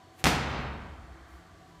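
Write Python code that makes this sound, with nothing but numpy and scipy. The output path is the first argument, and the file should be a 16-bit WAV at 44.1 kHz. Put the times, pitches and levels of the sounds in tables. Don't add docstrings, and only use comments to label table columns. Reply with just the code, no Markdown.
import sys
import numpy as np
from scipy import signal
from scipy.fft import rfft, irfft
from scipy.io import wavfile
from scipy.ndimage import minimum_filter1d

SR = 44100
rng = np.random.default_rng(int(sys.argv[2]) if len(sys.argv) > 2 else 0)


def master(y):
    cut = np.clip(np.atleast_2d(y).T, -1, 1)
    pcm = np.round(cut * 32767)
    wavfile.write(sys.argv[1], SR, pcm.astype(np.int16))


N = 79380
SLAM_S = .24155


def undb(db):
    return 10 ** (np.asarray(db) / 20)


def along(hz, table, column=1):
    table = np.array(table, float)
    return np.interp(np.log(np.maximum(hz, 1)), np.log(table[:, 0]), table[:, column])


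def freqs():
    return np.arange(N // 2 + 1) * SR / N


def since(start):
    return np.arange(N) / SR - start


def unit_rms(x):
    return x / np.sqrt(np.mean(x ** 2))


def noise(spectrum):
    return unit_rms(irfft(rfft(rng.standard_normal(N)) * spectrum, N))


def decay(t, t60):
    return (t >= 0) * np.exp(-np.log(1000) * np.maximum(t, 0) / t60)


def swell(time_s, width_s):
    return np.exp(-.5 * (since(time_s) / width_s) ** 2)


def swelling_tone(peaks, hz, width_s):
    envelope = sum(undb(db) * swell(time_s, width_s) for time_s, db in peaks)
    return envelope * np.sin(2 * np.pi * hz * since(0))


def lowpass(x, hz, order=2):
    return signal.sosfilt(signal.butter(order, hz, fs=SR, output="sos"), x)


# (frequency [Hz], relative level [dB])
AIR_SPECTRUM = [(25, -16), (45, 1), (90, 0.5), (130, 1), (220, -9), (340, -1), (500, -11), (900, -13.5),
                (1550, -12), (2000, -14.5), (2550, -21), (3300, -18.5), (5000, -24), (7600, -26),
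                (9000, -31.5), (15000, -39.5)]
# (frequency [Hz], half-width [Hz], starting level [dB], final level [dB])
FAN_TONES = [(91, 3.5, -66.5, -58), (169.9, 4.6, -89, -58.5), (331, 8.6, -66.5, -65.5),
             (680, 30, -68, -66.5), (750.6, 13.6, -64, -66), (1026, 15, -68.5, -76),
             (1155, 27, -68.5, -65.5), (3100, 71, -77.5, -83), (4410, 140, -75, -81), (7650, 50, -96, -93)]
def ventilation(air_db=-58, rise_db=1):
    f, progress = freqs(), np.arange(N) / N
    out = undb(air_db + rise_db * progress) * noise(undb(along(f, AIR_SPECTRUM)))
    for hz, width, first_db, last_db in FAN_TONES:
        band = noise(1 / (1 + ((f - hz) / width) ** 2))
        out += undb(first_db + (last_db - first_db) * progress) * band
    return out


# (time [s], level [dB])
WHISTLE_PEAKS = [(.03, -60), (1.76, -59.5)]
def whistle():
    return swelling_tone(WHISTLE_PEAKS, hz=985, width_s=.05)


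# (frequency [Hz], relative level [dB])
RUSTLE_SPECTRUM = [(200, 5.5), (1800, 7), (5000, -4), (9000, -3), (14000, -5)]
# (time [s], width [s], level [dB])
RUSTLE_STROKES = [(0.2, 0.0089, -54.5), (0.2, 0.039, -62.5), (.505, 0.011, -60), (.617, .014, -68),
                  (1.334, .045, -67)]
def thrower():
    f = freqs()
    strokes = sum(undb(db) * swell(time_s, width_s) for time_s, width_s, db in RUSTLE_STROKES)
    rustle = strokes * noise(undb(along(f, RUSTLE_SPECTRUM)))
    swish = undb(-51) * swell(.2194, width_s=.0083) * noise(1 / (1 + (f / 2000) ** 2))
    scuff = undb(-59) * swell(1.25, width_s=.21) * noise(1 / (1 + ((f - 1350) / 800) ** 4))
    return rustle + swish + scuff


# (delay [s], relative level [dB], spike time constant [s], scatter relative to spike [dB])
CRACK_PATHS = [(0, 4, 0.000021, -30.5), (.00405, -6, 0.000024, -7.5), (0.0124, -16, 0.00003, -27),
               (.0151, -1, 0.000066, -17.5), (0.0275, -3, 0.00011, -12.5), (0.0306, -13, 0.000057, -24)]
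def skin_crack(gain_db=3.5, cutoff_hz=11200, scatter_hz=4200, scatter_s=.0008):
    out = np.zeros(N)
    for delay, db, spike_s, scatter_db in CRACK_PATHS:
        t = since(SLAM_S + delay)
        spike = -np.exp(-np.abs(t) / spike_s)
        hiss = unit_rms(lowpass(rng.standard_normal(N), scatter_hz, order=1))
        scatter = hiss * (t > 0) * np.exp(-np.abs(t) / scatter_s)
        out += undb(db) * (spike + undb(scatter_db) * scatter)
    return undb(gain_db) * lowpass(out, cutoff_hz)


# (frequency [Hz], level [dB], T60 [s])
BALL_MODES = [(73.6, -19.5, .16), (164, -23, 0.067), (244, -21.5, 0.38), (328.2, -29, 0.43),
              (778, -20.5, 0.17)]
# (frequency [Hz], level [dB], T60 [s])
HALL_MODES = [(62, -29.5, 2.2), (70.76, -25.5, 1.16), (79.5, -32, 1.5), (136.6, -24, 1.16),
              (161.3, -21.5, 0.4), (230.3, -35.5, 1.54), (247.4, -29, 1.02), (266, -37, 0.56),
              (314.6, -25.5, 0.62), (434.6, -46, 2.16), (721, -18.5, 0.38), (763, -28, 0.66),
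              (1267, -41, 1.05), (1535, -41, 1.5)]
def thud(hall_rise_s=.032):
    t = since(SLAM_S)

    def ring(modes):
        return -sum(undb(db) * np.sin(2 * np.pi * hz * t) * decay(t, t60) for hz, db, t60 in modes)

    build_up = 1 - np.exp(-np.maximum(t, 0) / hall_rise_s)
    return ring(BALL_MODES) + ring(HALL_MODES) * build_up


# (frequency [Hz], early level [dB in 1 kHz], late level [dB in 1 kHz], late T60 [s])
DIFFUSE_FIELD = [(25, -30, -29.5, 2.2), (69, -29, -12, 2.05), (102, -14, -24, 1.88), (157, -5.5, -17, 1.43),
                 (262, -6.5, -19.5, 1.37), (390, -17.5, -23.5, 1.34), (600, -23, -25.5, 1.44),
                 (790, -16.5, -21.5, 1.34), (1320, -17, -23.5, 1.33), (2460, -19, -27.5, 1.194),
                 (4650, -26, -31.5, 0.83), (7560, -31.5, -37, 0.56), (15000, -40.5, -57, 0.42)]
def reverberation(early_t60=.27, build_s=.029, onset_gain=.21):
    t, f, out = since(SLAM_S), freqs(), np.zeros(N)
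    edges_hz = np.geomspace(22, 17000, 41)
    for lo, hi in zip(edges_hz, edges_hz[1:]):
        centre_hz = np.sqrt(lo * hi)
        early_db, late_db, late_t60 = (along(centre_hz, DIFFUSE_FIELD, column) for column in (1, 2, 3))
        early = undb(early_db) * decay(t, early_t60)
        late = undb(late_db) * decay(t, late_t60)
        band = np.sqrt((hi - lo) / 1000) * noise((f >= lo) & (f < hi))
        out += band * np.hypot(early, late)
    build_up = np.minimum(onset_gain + (1 - onset_gain) * (t / build_s) ** 2, 1)
    return out * build_up


# (time [s], level [dB])
BOOM_PEAKS = [(0.712, -33.5), (1.11, -46), (1.249, -48.5), (1.345, -47)]
def boom():
    return swelling_tone(BOOM_PEAKS, hz=66, width_s=.03)


def scene():
    slam = skin_crack() + thud() + reverberation()
    return (slam + thrower() + ventilation() + whistle() + boom())[None]


def record(dry, threshold_db=-12, max_duck_db=5.5, hold_s=.21, release_db_per_s=71):
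    low_cut = signal.butter(2, 51, "high", fs=SR, output="sos")
    high_cut = signal.ellip(8, .2, 80, 15250, fs=SR, output="sos")
    dry = signal.sosfilt(low_cut, dry)
    level_db = 20 * np.log10(np.abs(dry[0]) + 1e-9)
    excess_db = np.clip(level_db - threshold_db, 0, max_duck_db)
    half_hold = int(hold_s * SR / 2)
    held_db = -minimum_filter1d(-excess_db, 2 * half_hold + 1, origin=half_hold, mode="constant")
    ramp_db = release_db_per_s * since(0)
    duck_db = np.maximum.accumulate(held_db + ramp_db) - ramp_db
    return signal.sosfilt(high_cut, dry * undb(-duck_db))


dry = scene()
out = record(dry)
master(out)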